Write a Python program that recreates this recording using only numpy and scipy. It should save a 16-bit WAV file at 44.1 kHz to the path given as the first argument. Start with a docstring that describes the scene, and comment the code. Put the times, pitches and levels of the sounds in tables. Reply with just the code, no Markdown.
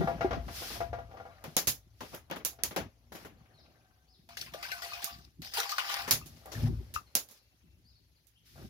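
"""In an open kitchen a stiff plastic water jug is moved about beside metal pots. Its impacts excite their
modes, its wall snaps, and friction makes it scrape. Water is poured into a deep pot in two gushes, with
spray, resonating bubbles and a ringing vessel, and the jug is set down with a thud. Small birds chirp
outside, and faint tones hang in the quiet. Floor and hands rumble softly in a hand-held recorder
whose two unlike microphone ports colour the sound."""
import sys
import numpy as np
from scipy import signal
from scipy.fft import rfft, irfft, next_fast_len
from scipy.io import wavfile
from scipy.ndimage import uniform_filter1d, map_coordinates

SR = 44100
rng = np.random.default_rng(int(sys.argv[2]) if len(sys.argv) > 2 else 0)


def wav_out(sig):
    """Save sig, one row per channel (or a flat mono array), as 16-bit PCM at SR to the path in sys.argv[1]."""
    wavfile.write(sys.argv[1], SR, np.round(np.clip(np.atleast_2d(sig).T, -1, 1) * 32767).astype(np.int16))


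N = 383229
TIME, EVENT_TIME = np.arange(N) / SR, np.arange(SR // 2) / SR  # seconds: the scene, one decay

# Impacts of jug on pot. Each row: start in seconds, level in dB, relative slap level in dB.
KNOCKS = [(0.009, -29, -63), (0.046, -41, -29.5), (0.074, -25, -19.5), (0.2085, -24, -11.5),
          (0.245, -32, -29), (0.308, -28.5, -9.5), (0.329, -32.5, -13.5), (0.482, -44.5, 0),
          (0.62, -43.5, -1), (0.703, -61, 16.5), (0.756, -43.5, -8), (0.805, -30.5, -11.5),
          (0.93, -32, -15), (0.986, -37.5, -21), (1.11, -48.5, -9), (1.14, -47.5, -38), (1.17, -48, -6),
          (1.2, -42.5, -21), (1.253, -43.5, -36), (2.531, -62, -6), (2.588, -51.5, -2.5), (6.414, -61, -19),
          (6.457, -46.5, -15), (8.557, -55, -15)]
# Modes of the struck pot. Each row: frequency in Hz, level in dB, 60 dB decay time (T60) in seconds.
POT_MODES = [(510, -4, 0.18), (600, -2, 0.073), (683.6, 5, 0.21), (773.7, 3, 0.16), (827, -6, 0.2),
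             (982, -11, 0.27), (1182, -4.5, 0.091), (1270, -8.5, 0.092), (1396, -7, 0.092),
             (1630, -8.5, 0.15), (1920, -11.5, 0.12), (2170, -13.5, 0.13)]
# Spectrum of the dull part of a contact. Each row: frequency in Hz, level in dB.
BODY_SPECTRUM = [(88, -20), (150, 0.5), (596, 0), (3270, -12.5), (4250, -17.5), (6500, -21.5),
                 (11000, -120)]
# The stream, one list per gush. Each row: time in seconds, level in dB.
GUSHES = [
    [(4.52, -65.5), (4.56, -58), (4.69, -51.5), (5.04, -50.5), (5.31, -82)],
    [(5.52, -61), (5.58, -39.5), (5.7, -52), (5.92, -38), (6.02, -43.5), (6.065, -50.5), (6.14, -46.5),
     (6.2, -62.5)],
]
# Slugs of water landing. Each row: start in seconds, level in dB, T60 in seconds, relative levels
# of hollow plunge and pot ring in dB.
SPLASHES = [(4.289, -41.5, 0.5, 2, -21.5), (4.3702, -26.5, 0.32, -35, -44), (4.4123, -26, 0.12, -37.5, -52),
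            (4.4622, -51.5, 0.17, 20.5, -19), (4.5371, -31, 0.106, 0, -15.5), (4.6268, -29.5, 0.31, 4, -33),
            (4.7166, -28, 0.14, 5.5, -27), (4.82, -30.5, 0.66, -20, -11), (4.9358, -36.5, 0.092, 5, -10.5),
            (5.0196, -32, 0.48, -30, -12), (5.4189, -32, 0.3, -8, -42.5), (5.457, -38, 0.4, -11, -40),
            (5.5367, -24.5, 0.57, -39, -60), (5.5702, -23.5, 0.25, -19.5, -18.5),
            (5.6295, -33.5, 0.12, 14.5, -31), (5.693, -24.5, 0.21, -5, -27), (5.782, -21.5, 0.16, 11, -25),
            (5.8938, -37, 0.48, 9.5, -5.5), (5.988, -38, 0.12, 0, -8.5)]


def knocks():
    """Modal vibration: each impact rings the pot at new strengths and pitches, over a dull slap."""
    ring, slap = np.zeros((2, N)), np.zeros(N)
    for start, db, slap_db in KNOCKS:
        for hz, mode_db, t60 in POT_MODES:
            envelope = decay(db + mode_db - 7 + rng.normal(0, 2), t60, 0.0005) * flutter(60)
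            phase = 2 * np.pi * hz * rng.normal(1, .008) * EVENT_TIME
            port_phase = [[0], [rng.normal(0, 0.36)]]
            add(ring, start, envelope * np.sin(phase + port_phase))
        add(slap, start, decay(db + slap_db, 0.26, 0.00043))
    return ring + amp(-7) * echoes(ring[0], t60=0.17) + slap * noise(BODY_SPECTRUM, patchy_db=1.5)


def snaps():
    """Impulsive excitation: a crack, a fast rattle of wall and nearby surfaces, a longer dull decay."""
    # Each row: start in seconds, level in dB, relative rattle and body in dB, left over right in dB.
    events = [(1.4404, -33, -18, -6, -4), (1.567, -6, -16, -23.5, 3.5), (1.672, -16, -4.5, -22, -2.5),
              (2.0069, -39.5, -8.5, 3, 2), (2.148, -30.5, -16.5, -13, -3), (2.2998, -44, -25, 1.5, 0.5),
              (2.312, -33, -23, 0, -7.5), (2.3605, -43.5, -13, 1.5, -12), (2.4496, -12.5, -15, -29.5, -4),
              (2.6359, -7.5, -21.5, -32.5, 0.5), (2.71, -48, -11, 6, -6), (2.763, -20, -16.5, -6.5, 2),
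              (3.121, -48.5, -1, 4, 2), (3.1503, -45, -7, -0.5, -4), (3.249, -47, -8, 3, -4),
              (5.0438, -16, -20, -67, -6), (6.0783, -29.5, -7.5, -4.5, 5), (6.11, -2, -16.5, -32, 1),
              (6.259, -44.5, -3, -17.5, -2.5), (6.364, -51.5, -9, -9.5, 10), (6.459, -47, -18, -7, -22),
              (6.5186, -36.5, -9.5, -10, 16), (6.94, -25.5, -12, -30, 3.5), (7.1529, -5, -19, -32.5, -3),
              (7.288, -39, -18, -29, -1.5), (7.3114, -43, -13.5, -23, -5), (8.2695, -54, -16.5, -36, -20.5)]
    # Each row: frequency in Hz, level in dB.
    bright_spectrum = [(350, -30.5), (600, -11), (1700, -4.5), (6980, 5.5), (8360, -9.5), (11000, 3),
                       (15000, -2.5), (15800, -5.5), (16500, -25.5)]
    pulse = np.hanning(11) * np.cos(2 * np.pi * 11500 * np.arange(-5, 6) / SR)
    crack, bright, dull = np.zeros((2, N)), np.zeros((2, N)), np.zeros(N)
    for start, db, rattle_db, body_db, pan_db in events:
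        sides = amp([[pan_db / 2], [-pan_db / 2]])
        add(crack, start + .0008, amp([[db - 9], [db + 1]]) * sides * pulse)
        burst = decay(db - 10.5, 0.009, 0.000082)
        rattle = decay(db + rattle_db, 0.16, 0.0045)
        add(bright, start - .0003, (burst + rattle) * sides)
        add(dull, start - .001, decay(db + body_db - 1.5, 0.21, 0.0036))
        add(dull, start - .001, decay(db + body_db - 2.5, 0.025, 0.00074))
    bright *= noise(bright_spectrum, patchy_db=1.5)
    return crack + bright + dull * noise(BODY_SPECTRUM, patchy_db=2)


def pouring():
    """Air entrainment: the stream and its slugs hiss on impact and trap clouds of bubbles."""
    # Spectra of the spray and the hollow plunge. Each row: frequency in Hz, level in dB.
    spray_spectrum = [(210, -48), (350, -16), (784, -5), (906, -19), (1190, -16.5), (5090, 1),
                      (7990, -14.5), (15200, -12.5), (16500, -43.5)]
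    plunge_spectrum = [(400, -22), (800, -16.5), (1500, -12.5), (2500, 7), (4500, -12), (8000, -50.5)]
    spray, plunge = stream(-2.5), stream(-5)
    for start, db, t60, hollow_db, _ in SPLASHES:
        add(spray, start, decay(db - 13.5, 0.013, 0.00016) + decay(db - 14.5, t60, 0.00086))
        add(plunge, start, decay(db + hollow_db - 20, 0.82 * t60, 0.0016))
    span = SPLASHES[0][0], GUSHES[-1][-1][0]
    drops = (rng.random(N) < 35 / SR) * rng.exponential(1, N)  # about 35 stray drops a second
    spatter = 1 + signal.fftconvolve(drops, decay(0, .02, 0.0002))[:N]
    fizz = spatter * noise(spray_spectrum, patchy_db=3.2, frames=14)
    fizz += amp(-7) * bubbles(900, span, low_hz=1400, high_hz=5000)
    gurgle = noise(plunge_spectrum, patchy_db=5.5, frames=12)
    gurgle += amp(0.5) * bubbles(1200, span, low_hz=900, high_hz=3400)
    return spray * fizz + plunge * gurgle


def bubbles(count, span, low_hz, high_hz):
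    """Bubble resonance: small air pockets of many sizes ring as damped sines of rising pitch."""
    when, pitch, strength, pan = rng.random((count, 4)).T
    hz = low_hz * (high_hz / low_hz) ** pitch[:, None]
    samples = np.arange(700)
    cycles = hz * samples / SR
    envelope = (1.03 - strength[:, None]) ** -.38 * np.exp(-cycles / 4) * (1 - np.exp(-cycles))
    wave = envelope * np.sin(2 * np.pi * cycles * (1 + 0.004 * cycles))
    starts = span[0] + when * (span[1] - span[0])
    at = (starts * SR).astype(int)[:, None] + samples
    cloud = np.array([np.bincount(at.ravel(), (wave * side[:, None]).ravel(), N)[:N]
                      for side in (1 - .6 * pan, .4 + .6 * pan)])
    return cloud / np.sqrt(np.mean(cloud[:, at.min():at.max()] ** 2))


def gulps():
    """Resonance of large single bubbles: pitch glides as the air pocket changes depth and size."""
    # Each row: start in seconds, initial and final frequency in Hz, level in dB, T60 in seconds.
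    pockets = [(0.014, 373, 397, -21, 0.038), (0.246, 334, 428, -17.5, 0.049),
               (4.545, 504, 800, -32.5, 0.061), (4.649, 1540, 1600, -34, 0.039),
               (4.72, 1540, 1468, -35.5, 0.15), (4.92, 1170, 1200, -32, 0.035),
               (4.832, 1900, 2000, -31, .03), (4.933, 2450, 2610, -26.5, .04),
               (5.073, 1157, 1153, -44, 0.3), (5.581, 424, 490, -36.5, 0.12), (5.57, 990, 705, -32, 0.089),
               (5.603, 1350, 1480, -24, 0.025), (5.655, 1040, 1190, -27, 0.029),
               (5.723, 1140, 1360, -26.5, 0.042), (5.783, 1450, 1460, -29, .04),
               (6.022, 2550, 2660, -38, .02), (6.214, 1060, 1340, -36.5, 0.018),
               (6.224, 2630, 2670, -37, 0.014), (6.551, 1740, 1840, -34.5, 0.029),
               (6.962, 1270, 1260, -13.5, 0.015), (6.958, 2540, 2710, -19, 0.0084)]
    out = np.zeros(N)
    for start, start_hz, end_hz, db, t60 in pockets:
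        hz = end_hz + (start_hz - end_hz) * np.exp(-4 * EVENT_TIME / t60)
        add(out, start, decay(db, t60, 0.0015) * flutter(160) * glide(hz))
    return out + amp(-6.5) * echoes(out, t60=0.1)


def filling_pot():
    """Forced and free vibration: water drives and strikes the pot; deeper water favours other modes."""
    # Each row: frequency in Hz, levels in the first and second gush in dB, T60 in seconds.
    modes = [(695, 0.5, -9.5, 0.38), (802, -5.5, -1.5, 0.36), (1184, -11.5, -7.5, 0.36),
             (1463, -13.5, -10.5, 0.15)]
    shallow = [(hz, db, t60) for hz, db, _, t60 in modes]
    deeper = [(hz, db, t60) for hz, _, db, t60 in modes]
    first_gush_end = GUSHES[0][-1][0]
    driven, struck = stream(-7), np.zeros(N)
    for start, db, _, _, ring_db in SPLASHES:
        add(driven, start, decay(db + ring_db - 6, 0.29, .004))
        for hz, mode_db, t60 in shallow if start < first_gush_end else deeper:
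            scatter_db, detune = rng.normal(0, [4, .008])  # moving water weights and shifts each mode
            envelope = decay(db + ring_db + mode_db + scatter_db, t60, 0.0017) * flutter(40)
            add(struck, start, envelope * np.sin(2 * np.pi * hz * (1 + detune) * EVENT_TIME))
    force = rng.standard_normal((2, N)) + rng.standard_normal(N)  # partly common to both sides
    ring = np.where(TIME > first_gush_end, resonate(force, deeper), resonate(force, shallow))
    return driven * ring + struck


# Low modes of room and jug, in two groups. Each row: frequency in Hz, level in dB, T60 in seconds.
DEEP_MODES = [(70.7, -3.5, 0.67), (112.1, 10, .4)]
BOOM_MODES = [(144.8, 0.94, 0.74), (236.5, 0.0061, 0.43)]


def thuds():
    """Damped low modes: the jug lands on the ground with a heavy, soft blow."""
    # Each row: start in seconds, level in dB.
    landings = [(1.675, -51), (6.111, -40), (6.556, -36), (6.626, -25)]
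    out = np.zeros(N)
    for start, db in landings:
        for hz, mode_db, t60 in DEEP_MODES + BOOM_MODES:
            envelope = decay(db + mode_db, 0.49 * t60, 0.012)
            add(out, start, envelope * np.sin(2 * np.pi * hz * EVENT_TIME))
    return out


def scraping():
    """Friction noise: rubbing gives a smooth hiss, a dull body noise and a faint ring of the pot."""
    # Each row: time of full level, hold and fade in seconds, then hiss, body and ring levels in dB.
    strokes = [(0.0, 0.0046, 0.52, -59.5, -46, -49), (0.565, 0.19, 0.1, -43.5, -57.5, -64.5),
               (1.133, 0.29, 0.33, -76, -64, -62), (1.458, 0.099, -1.75, -64.5, -76.5, -85),
               (2.04, 0.083, 0.08, -58.5, -100, -86), (2.144, 0.0018, -0.0363, -54.5, -45.5, -46.5),
               (2.35, 0.024, 0.67, -94, -74, -76), (3.151, 0.089, -0.27, -61, -58, -91),
               (3.419, 0.305, 0.6, -91, -69, -75.5), (6.27, 0.026, 0.62, -65.5, -75, -75.5),
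               (6.47, 0.034, 0, -91, -81.5, -58), (6.529, 0.11, -0.33, -54, -50.5, -70),
               (6.659, 0.022, -0.1, -57.5, -50, -78), (6.738, 0.016, 1.02, -68.5, -65, -84),
               (7.299, 0.087, -0.7, -67.5, -83, -94.5), (8.461, 0.22, -0.49, -64, -91.5, -93),
               (8.58, 0.075, -0.41, -75, -63, -63)]
    # Each row: frequency in Hz, level in dB.
    hiss_spectrum = [(710, -28.5), (1200, 0.5), (5270, 8), (8360, -4.5), (11600, 1), (15100, -3.5),
                     (16500, -29)]
    hiss, body, ring = swells(strokes, rise_ratio=1)
    for start, db, _ in KNOCKS:  # each knock leaves a hollow rattle
        for layer, relative_db in (hiss, -34), (body, -30.5), (ring, -14.5):
            add(layer, start, decay(db + relative_db, 0.18, 0.002))
    return (hiss * noise(hiss_spectrum, patchy_db=.6) + body * noise(BODY_SPECTRUM, patchy_db=4.5)
            + ring * resonate(rng.standard_normal(N), POT_MODES))


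def rumble():
    """Structure-borne sound: bumps of floor and hands excite low modes, nearly alike at both ports."""
    # Each row: time of full level, hold and fade in seconds, then deep and boom levels in dB.
    bumps = [(0.0, 0.087, 0.19, -39, -39.5), (0.3, 0.07, 0.27, -38, -46.5), (0.82, 0.083, 0.55, -44.5, -59),
             (1.45, 0.078, -1.5, -61, -57.5), (1.678, 0.0076, -0.01, -41, -45.5),
             (2.04, 0.014, 2.57, -60.5, -70), (2.64, 0.063, -0.3, -52, -82),
             (2.78, 0.089, -0.21, -45, -49.5), (3.151, 0.14, 0.6, -63, -65), (3.501, 0.03, 0.59, -80, -76),
             (4.4, 0.015, 0.82, -61, -61), (5.12, 0.17, -1.93, -60.5, -60.5),
             (5.409, 0.0073, 0.16, -54, -56.5), (6.11, 0.025, 0.5, -51, -51),
             (6.64, 0.044, 0.2171, -30, -43.5), (6.948, 0.026, -0.14, -52, -62.5),
             (7.7, 0.053, 0.57, -64.5, -66.5), (8.598, 0.059, 0.36, -51, -52)]
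    # Each row: frequency in Hz, level in dB.
    deep_spectrum = [(15, -41), (25, -9.5), (59, 11.5), (115, -1.5), (150, -23.5), (180, -40.5),
                     (310, -120)]
    boom_spectrum = [(71, -29.5), (120, -12), (151, 4.5), (199, -4), (380, -5.5), (490, -38), (840, -120)]
    deep, boom = swells(bumps, rise_ratio=0.33) + amp([[-73.5], [-94.5]])  # a floor between bumps
    hum = lambda modes: amp(-8.5) * resonate(rng.standard_normal(N), modes)
    return (deep * unit(noise(deep_spectrum, patchy_db=1) + hum(DEEP_MODES))
            + boom * unit(noise(boom_spectrum, patchy_db=7) + hum(BOOM_MODES)))


def birds():
    """Frequency modulation: whistled glides from outside, smeared by the yard's echoes."""
    # Each row: start and length in seconds, initial and final frequency in Hz, level in dB.
    chirps = [(1.307, 0.022, 4130, 3900, -72), (3.535, 0.032, 4540, 3980, -67.5),
              (3.571, 0.025, 4210, 3640, -65.5), (3.582, 0.042, 5860, 3730, -65),
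              (4.074, 0.048, 4160, 5600, -68.5), (4.113, 0.052, 5700, 2950, -67),
              (6.857, 0.04, 4440, 4260, -78), (7.06, 0.025, 4430, 4130, -67),
              (7.354, 0.058, 5400, 3650, -71), (7.84, 0.067, 4200, 5430, -67),
              (7.876, 0.066, 5350, 3250, -73), (7.948, 0.033, 4660, 4080, -68.5),
              (8.147, 0.037, 5260, 3680, -73), (8.349, 0.037, 2630, 3600, -68.5)]
    song = np.zeros(N)
    for start, length, start_hz, end_hz, db in chirps:
        hz = np.linspace(start_hz, end_hz, round(length * SR))
        hz += 600 * uniform_filter1d(rng.standard_normal(len(hz)), size=40)  # slight hoarseness
        add(song, start, amp(db) * signal.windows.tukey(len(hz), .6) * glide(hz))
    return song + amp(2.5) * echoes(song, t60=.5)


def faint_tones():
    """Narrow-band noise: thin wavering tones hang in the quiet stretches."""
    # Each row: start and end in seconds, frequency in Hz, level in dB.
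    lines = [(3.361, 4.267, 743, -80.5), (3.389, 4.097, 1553, -83), (7.004, 7.85, 2692, -84)]
    out = np.zeros(N)
    for start, end, hz, db in lines:
        tone = resonate(rng.standard_normal(N), [(hz, 0, .25)])[:round((end - start) * SR)]
        add(out, start, amp(db) * signal.windows.tukey(len(tone), .3) * tone)
    return out


def outdoor_air():
    """Broadband ambient noise: the faint hush of the open air."""
    # Each row: frequency in Hz, level in dB.
    air_spectrum = [(150, -31), (250, -6.5), (947, -15.5), (1150, -17.5), (2670, -11.5), (6520, -13),
                    (7900, -25.5), (11500, -14.5), (15100, -24.5), (16500, -25.5)]
    return amp(-76) * noise(air_spectrum, patchy_db=3)


def amp(db):
    """Amplitude ratio of a level in dB."""
    return 10 ** (np.asarray(db) / 20)


def unit(x):
    """Normalisation to rms 1."""
    return x / np.sqrt(np.mean(x ** 2) + 1e-20)


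def along(points, hz):
    """Interpolation of (Hz, value) points on a log frequency axis."""
    freqs, values = np.transpose(points)
    return np.interp(np.log(hz + 1), np.log(freqs + 1), values)


def add(track, start, sound):
    """Superposition of a sound on a track, from start seconds."""
    part = track[..., round(start * SR):][..., :sound.shape[-1]]
    part += sound[..., :part.shape[-1]]


def glide(hz):
    """A sine whose phase is the integral of its frequency."""
    return np.sin(2 * np.pi * np.cumsum(hz) / SR)


def decay(db, t60, rise):
    """Exponential decay of 60 dB in t60 seconds, after an onset with time constant rise."""
    return amp(db - 60 * EVENT_TIME / t60) * (1 - np.exp(-EVENT_TIME / rise))


def flutter(rate):
    """Random amplitude modulation around 1, with rate changes a second."""
    return amp(2 * map_coordinates(rng.standard_normal(int(rate) + 2), [EVENT_TIME * rate]))


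def stream(gain_db):
    """Amplitude envelope of the two gushes, silent outside them."""
    return sum(amp(gain_db + np.interp(TIME, times, db, -200, -200))
               for times, db in map(np.transpose, GUSHES))


def swells(rows, rise_ratio):
    """One envelope per level column: each row swells, holds, then falls 20 dB per fade (0.02 s or more)."""
    full, held, fade, *levels = np.transpose(rows)
    t = np.arange(0, N + 64, 64)[:, None] / SR
    away = np.maximum(t - full - held, (full - t) / rise_ratio)
    shape_db = -20 * np.maximum(away, 0) / np.maximum(fade, .02)
    return [np.interp(TIME, t[:, 0], amp(db + shape_db).sum(1)) for db in levels]


def filtered(x, response):
    """Linear filtering: the spectrum of x times a frequency response."""
    size = next_fast_len(N + SR // 2)
    return irfft(rfft(x, size) * response(np.fft.rfftfreq(size, 1 / SR)), size)[..., :N]


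def noise(spectrum, patchy_db, frames=6):
    """Partly coherent stereo noise of rms 1, with random gain patches in time and frequency."""
    # Each row: frequency in Hz, left-right correlation.
    coherence = [(60, 1), (180, 0.65), (550, 0.87), (1650, 0.048), (4970, 0.067), (15000, 0.26)]
    cells = signal.stft(rng.standard_normal((2, N)), nperseg=256)[2]
    patches = uniform_filter1d(rng.standard_normal(cells.shape[1:]), size=4, axis=0)
    patches = uniform_filter1d(patches, size=frames, axis=1)
    pair = signal.istft(cells * amp(patchy_db * unit(patches)), nperseg=256)[1][:, :N]

    def response(hz):
        angle = np.arccos(along(coherence, hz)) / 2
        return amp(along(spectrum, hz)) * [np.cos(angle), np.sin(angle)]
    mid, side = filtered(pair, response)
    return unit(np.array([mid + side, mid - side]))


def resonate(force, modes):
    """Forced response of damped modes of alternating sign, at rms 1."""
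    def response(hz):
        total = 0
        for k, (mode_hz, db, t60) in enumerate(modes):
            damping = 1j * hz * np.log(1000) / (np.pi * t60)
            total += (-1) ** k * amp(db) * damping / (mode_hz ** 2 - hz ** 2 + damping)
        return total
    return unit(filtered(force, response))


def echoes(x, t60):
    """Reverberation: the diffuse answer of walls and yard, different at each port."""
    tail = decay(0, t60, 0.0072) * rng.standard_normal((2, SR // 2))
    return signal.fftconvolve(x[None], tail / np.linalg.norm(tail[0]), axes=1)[:, :N]


def scene():
    """Superposition of jug, water and background."""
    jug = knocks() + snaps() + thuds() + scraping() + rumble()
    water = filling_pot() + pouring() + gulps()
    return jug + water + birds() + faint_tones() + outdoor_air()


def record(dry):
    """Microphone response: the ports differ in colour and delay, and lose deep bass and top treble."""
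    # Each row: frequency in Hz, left over right in dB.
    port_balance = [(60, 4), (270, 0.5), (740, 3.5), (2010, 7.5), (3330, 3), (5500, 5.5), (9080, -6),
                    (15000, -11.5)]
    bass_hz, top_hz, left_lag_s = 48, 15950, .0002
    sides = np.array([[.5], [-.5]])

    def response(hz):
        colour = amp(along(port_balance, hz) * sides)
        delay = np.exp(-2j * np.pi * hz * left_lag_s * sides)
        high_pass = 1 / (1 + (bass_hz / (hz + 1)) ** 4)
        low_pass = .5 - .5 * np.tanh((hz - top_hz) / 70)
        return colour * delay * high_pass * low_pass
    return filtered(dry, response)


dry = scene()
out = record(dry)
wav_out(out)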